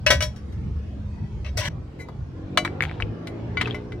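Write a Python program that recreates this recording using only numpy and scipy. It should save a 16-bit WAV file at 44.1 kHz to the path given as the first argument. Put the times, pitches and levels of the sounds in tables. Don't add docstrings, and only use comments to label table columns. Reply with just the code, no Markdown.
import sys
import numpy as np
from scipy import signal
from scipy.fft import rfft, irfft
from scipy.io import wavfile
from scipy.ndimage import uniform_filter1d

SR = 44100
rng = np.random.default_rng(int(sys.argv[2]) if len(sys.argv) > 2 else 0)


def pcm_store(signal):
    levels = np.round(np.clip(np.atleast_2d(signal), -1, 1) * 32767)
    wavfile.write(sys.argv[1], SR, levels.astype(np.int16).T)


N = 176400
T = np.arange(N) / SR
RING_T, CONTACT_T = T[:SR // 2], T[:SR // 20]
LAG_S, SCATTER_HZ = .00006, 4000
LOOSE_DB, HELD_DB = 15.5, 7.5
CUT_S = 1.687

# (f/Hz, level/dB)
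LOOSE_MODES = [(561, -8), (608.9, 1), (1005, -4), (1528, 1), (1697, -3), (1925, -1), (2225, -3.5),
               (2915, -3), (3330, -4), (3820, -2.5), (4650, -12), (5458, -4.5), (5715, -8), (5845, -3.5),
               (7830, -24), (8630, -16), (9160, -21)]
# (f/Hz, level/dB)
LOOSE_SPECTRUM = [(200, -22), (550, -2), (800, -5.5), (2200, 2), (5500, -7), (9000, -20.5), (15000, -28)]
def loose_mould(ring_t60=.18, clang_t60=.12):
    return body(LOOSE_MODES, LOOSE_SPECTRUM, ring_t60, clang_t60, overtones_db=-15)

# (f/Hz, level/dB)
HELD_MODES = [(614, -13), (722, -7.5), (1115, -5), (1450, -2.5), (2042, 6.5), (2295, 1), (2965, -6.5),
              (3960, -4), (4600, -9)]
# (f/Hz, level/dB)
HELD_SPECTRUM = [(150, -24), (550, -12), (1300, 5), (3900, -2.5), (6000, -17.5), (15000, -35)]
GLOVED_DECAY = dict(ring_t60=.14, clang_t60=.05)
def held_mould():
    return body(HELD_MODES, HELD_SPECTRUM, **GLOVED_DECAY, overtones_db=-17)

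def body(modes, spectrum, ring_t60, clang_t60, overtones_db):
    overtone_hz = np.linspace(5500, 15000, 40) + rng.uniform(-100, 100, 40)
    overtones = [(hz, read(spectrum, hz)) for hz in overtone_hz]
    hz = np.fft.rfftfreq(len(RING_T), 1 / SR)
    left, independent = rfft(rng.standard_normal((2, len(RING_T))))
    coherence = np.exp(-hz / SCATTER_HZ)
    right = coherence * left + np.sqrt(1 - coherence ** 2) * independent
    noise = irfft([left, right * np.exp(-2j * np.pi * hz * LAG_S)])
    clang = colour(noise * amp(-60 * RING_T / clang_t60), spectrum)
    return ring(modes, ring_t60) + amp(overtones_db) * ring(overtones, ring_t60), unit_energy(clang)

def ring(modes, t60):
    out = np.zeros((2, len(RING_T)))
    for hz, db in modes:
        skew = 2 * np.pi * hz * LAG_S + rng.standard_normal() * hz / SCATTER_HZ
        phase = rng.choice([0, np.pi]) - np.array([[0], [skew]])
        spot_db = 2.5 * rng.standard_normal()
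        decay_db = 60 * RING_T / t60 * (hz / 1000) ** .15
        out += amp(db + spot_db - decay_db) * np.sin(2 * np.pi * hz * RING_T + phase)
    return unit_energy(out)

def blow(mould, bass_db, treble_db, clang_db, chatter_s):
    modes, clang = mould
    force = unit_energy(rng.standard_normal(len(CONTACT_T)) ** 3 * np.exp(-CONTACT_T / chatter_s))
    force[0] += 1
    chatter = convolve(unit_energy(force), clang)[:, :len(RING_T)]
    return tone(modes + amp(clang_db) * chatter, bass_db, treble_db)

# (t/s, level/dB, bass/dB, treble/dB, chatter decay/s)
BOUNCES = [(0.0642, -3, -1, -4, 0.001), (0.1037, -0.5, 6, 0.5, 0.016), (.206, -12, -5.5, -1.5, 0.0074),
           (0.223, -14, 1, 7.5, 0.0047), (.361, -38, -20, 4, .004), (0.523, -46.5, -20, 6, .002)]
# (f/Hz, level difference/dB)
BOUNCE_BALANCE = [(620, 7.5), (1100, -1), (3000, 5), (9000, 7)]
def topple():
    out = np.zeros((2, N))
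    for s, db, bass_db, treble_db, chatter_s in BOUNCES:
        hit = blow(loose_mould(), bass_db, treble_db, clang_db=-3, chatter_s=chatter_s)
        add(out, s, amp(db + LOOSE_DB) * hit)
    return np.vstack([colour(channel, [(hz, side * db / 2) for hz, db in BOUNCE_BALANCE])
                      for channel, side in zip(out, (1, -1))])

# (t/s, level/dB, bass/dB, treble/dB, clang/dB)
HELD_KNOCKS = [(2.086, -35.5, 16.5, 3, 7), (2.574, 0, 10.5, 7.5, 2.5), (2.6491, -10, 6, -1.5, 4),
               (2.822, -24, -39, 21, -13), (3.005, -21.5, 13.5, -3, 0.5), (3.2714, -22, -26, 5, 1),
               (3.5708, -1.5, -7, -19.5, -7.5), (3.613, -15, 2.5, -3, 11), (3.673, -19.5, 7, -8.5, 6),
               (3.7452, -13, 12.5, -2, -11), (3.921, -23.5, -35, -4, -0.5)]
def knocks():
    out = np.zeros((2, N))
    for s, db, bass_db, treble_db, clang_db in HELD_KNOCKS:
        hit = blow(held_mould(), bass_db, treble_db, clang_db, chatter_s=.00046)
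        add(out, s, amp(db + HELD_DB) * hit)
    return out

# (t/s, duration/s, level/dB, level change/dB, treble/dB)
DRAGS = [(1.446, 0.046, -24, -1.5, -10), (1.57, 0.038, -12.5, -4.5, 8.5), (1.604, 0.112, -10, -0.5, -1.5)]
def scrapes(catches_per_s=180):
    out = np.zeros((2, N))
    for s, length, db, fade_db, treble_db in DRAGS:
        modes, clang = loose_mould(**GLOVED_DECAY)
        n = int(length * SR)
        roughness = rng.standard_normal(SR)[:n]
        catches = rng.random(SR)[:n] < catches_per_s / SR
        envelope = amp(db + LOOSE_DB + fade_db * np.linspace(0, 1, n))
        force = unit_energy(roughness * (.061 + catches)) * envelope
        add(out, s, convolve(tone(force, 0, treble_db), modes / np.sqrt(2) + clang))
    return out * np.clip((CUT_S - T) / .00063, .04, 1)

# (t/s, duration/s, level/dB, treble/dB)
SLIDES = [(1.97, 0.076, -17.5, 3)]
def rubs():
    out = np.zeros((2, N))
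    modes, _ = held_mould()
    for s, length, db, treble_db in SLIDES:
        swell = np.hanning(int(length * SR)) ** 2
        friction = unit_energy(rng.standard_normal(SR)[:len(swell)] * swell)
        add(out, s, amp(db + HELD_DB) * convolve(tone(friction, 0, treble_db), modes))
    return out

# (t/s, level/dB, f/Hz, decay/s)
PIECE_TICKS = [(0.0661, -15, 2610, 0.0047), (2.5742, -7.5, 3430, 0.00031), (2.677, -17, 1800, 0.00031),
               (2.8069, -8, 1890, 0.00041), (2.823, -12, 2170, 0.00077), (2.8301, -18, 1700, 0.0004),
               (2.8376, -13, 2130, 0.00019), (2.8526, -16.5, 2150, 0.00022), (2.8955, -27, 2160, 0.00051),
               (2.913, -21.5, 2000, 0.00022), (3.002, -17.5, 1620, 0.00029), (3.0232, -13, 2600, 0.00039),
               (3.6117, -9.5, 2110, 0.00046), (3.657, -21.5, 2590, 0.0014), (3.709, -24, 3270, 0.0009)]
# (f/Hz, level/dB)
STONE_SPECTRUM = [(400, -8), (1100, 6), (3500, 7), (6000, -19), (14000, -36)]
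def ticks():
    out = np.zeros((2, N))
    for s, db, hz, decay_s in PIECE_TICKS:
        burst = rng.standard_normal((2, len(CONTACT_T))) * np.exp(-CONTACT_T / (2 * decay_s))
        pulse = blip(CONTACT_T - np.array([[0], [LAG_S]]), hz, decay_s)
        add(out, s, amp(db) * (pulse + amp(-9.5) * colour(burst, STONE_SPECTRUM)))
    return out

# (t/s, level/dB, f/Hz, decay/s)
STEP_THUDS = [(3.026, -20, 61, 0.0079)]
def thuds():
    out = np.zeros((2, N))
    for s, db, hz, decay_s in STEP_THUDS:
        add(out, s, amp(db) * blip(RING_T, hz, decay_s))
    return out

# (t/s, duration/s, level/dB)
SAND_CRUNCHES = [(2.806, 0.36, -28), (3.6, 0.27, -20)]
def crunches(grains_per_s=1500):
    out = np.zeros((2, N))
    for s, length, db in SAND_CRUNCHES:
        grains = rng.standard_normal(len(RING_T)) * (rng.random(len(RING_T)) < grains_per_s / SR)
        fade = np.maximum(1 - RING_T / length, 0) ** 2
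        add(out, s, amp(db) * colour(grains * fade, STONE_SPECTRUM))
    return out

def echoes(x, t60, delay_s):
    shape = 2, len(RING_T)
    taps = rng.standard_normal(shape) * (rng.random(shape) < .08) * (RING_T > delay_s)
    return convolve(x, unit_energy(taps * amp(-60 * RING_T / t60)))[:, :N]

# (t/s, firing f/Hz, level/dB)
ENGINE_RUN = [(1.691, 42.48, -8.5), (2.253, 43.98, -12), (2.598, 47.82, 1.5), (3, 52.03, -1),
              (3.702, 60.61, 2), (4.0, 59.35, -6)]
# (order, level/dB)
EXHAUST_ORDERS = [(2, -43), (3, -42), (4, -45.5), (5, -47.5), (6, -45.5), (7, -47)]
# (f/Hz, spectral level/dB)
ROAR_SPECTRUM = [(60, -8), (350, 5), (1000, -10.5), (5000, -35.5), (16000, -78)]
def accelerating_engine():
    s, hz, db = np.transpose(ENGINE_RUN)
    exhaust = engine(np.interp(T, s, hz), EXHAUST_ORDERS)
    return amp(np.interp(T, s, db)) * (exhaust + amp(-38.5) * wash(ROAR_SPECTRUM))

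# (order, level/dB)
DRONE_ORDERS = [(1, -39.5), (3, -46.5)]
def droning_engine(firing_hz=69.24):
    return engine(firing_hz, DRONE_ORDERS)

def engine(hz, orders):
    cycles = np.cumsum(hz * (1 + .006 * drift(8))) / SR
    harmonics = (amp(db + 3.5 * drift(5.965)) * np.sin(2 * np.pi * (k * cycles + rng.random()))
                 for k, db in orders)
    return np.sqrt(2) * sum(harmonics)

# (f/Hz, spectral level/dB)
TRAFFIC_SPECTRUM = [(20, -31.5), (80, -2), (149, -13), (212, -21.5), (416, -27.5), (545, -35), (5430, -57),
                    (16000, -85)]
def street(early_db=-31, late_db=-34):
    early = np.clip((CUT_S - T) / .0037, 0, 1)
    late = 1 - early
    rumble = wash(TRAFFIC_SPECTRUM) * (amp(early_db) * early + amp(late_db) * late)
    return rumble + late * accelerating_engine() + early * droning_engine()

# (f/Hz, coherence)
COHERENCE = [(120, 0.98), (400, 0.55), (2000, 0.051)]
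def wash(spectrum, patch_db=4, size=2048):
    hz = np.fft.rfftfreq(size, 1 / SR)
    a, b, c, d, patches = rng.standard_normal((N * 4 // size + 5, len(hz), 5)).T
    patches = uniform_filter1d(patches, size=6, axis=0)
    patches = unit(uniform_filter1d(patches, size=10, axis=1))
    coherence = read(COHERENCE, hz)[:, None]
    left = a + 1j * b
    right = coherence * left + np.sqrt(1 - coherence ** 2) * (c + 1j * d)
    frames = np.array([left, right]) * amp(read(spectrum, hz)[:, None] + patch_db * patches)
    return unit(signal.istft(frames, nperseg=size, noverlap=size - size // 4)[1][:, :N])

def blip(t, hz, decay_s):
    u = np.maximum(t, 0) / decay_s
    return u * np.exp(1 - u) * np.sin(2 * np.pi * hz * t)

def drift(rate_hz):
    knots = int(rate_hz * N / SR) + 2
    return unit(np.interp(T * rate_hz, np.arange(knots), rng.standard_normal(knots)))

def tone(x, bass_db, treble_db):
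    return colour(x, [(650, bass_db), (1500, 0), (2800, 0), (9000, treble_db)])

def colour(x, points, size=1024):
    log_gain = np.log(amp(read(points, abs(np.fft.fftfreq(size, 1 / SR)))))
    taps = np.fft.ifft(np.exp(signal.hilbert(log_gain).conj())).real[:size // 2]
    return convolve(x, taps)[:, :x.shape[-1]]

def convolve(a, b):
    return signal.fftconvolve(np.atleast_2d(a), np.atleast_2d(b), axes=1)

def read(points, hz):
    f, value = np.transpose(points)
    return np.interp(np.log(hz + 1), np.log(f + 1), value)

def add(mix, s, sound):
    part = mix[:, round(s * SR):][:, :sound.shape[-1]]
    part += sound[..., :part.shape[-1]]

def amp(db):
    return 10 ** (np.asarray(db) / 20)

def unit(x):
    return x / np.sqrt(np.mean(x ** 2) + 1e-20)

def unit_energy(x):
    return unit(x) / np.sqrt(x.shape[-1])

def scene():
    pan_left = amp([[2.5], [-2.5]])
    direct = topple() + pan_left * (knocks() + ticks() + thuds() + crunches() + rubs())
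    wall = amp(-9) * echoes(direct, t60=.04, delay_s=.002)
    yard = amp(-28) * echoes(direct, t60=.38, delay_s=.022)
    return direct + wall + yard + pan_left * scrapes() + street()

def record(dry, low_cut_hz=26, band_limit_hz=15900):
    dry = signal.sosfilt(signal.butter(2, low_cut_hz, "high", fs=SR, output="sos"), dry)
    limited = dry / (1 + dry ** 4) ** .25
    low_pass = signal.firwin(511, band_limit_hz, window=("kaiser", 9), fs=SR)
    return signal.oaconvolve(limited, low_pass[None], "same")

dry = scene()
out = record(dry)
pcm_store(out)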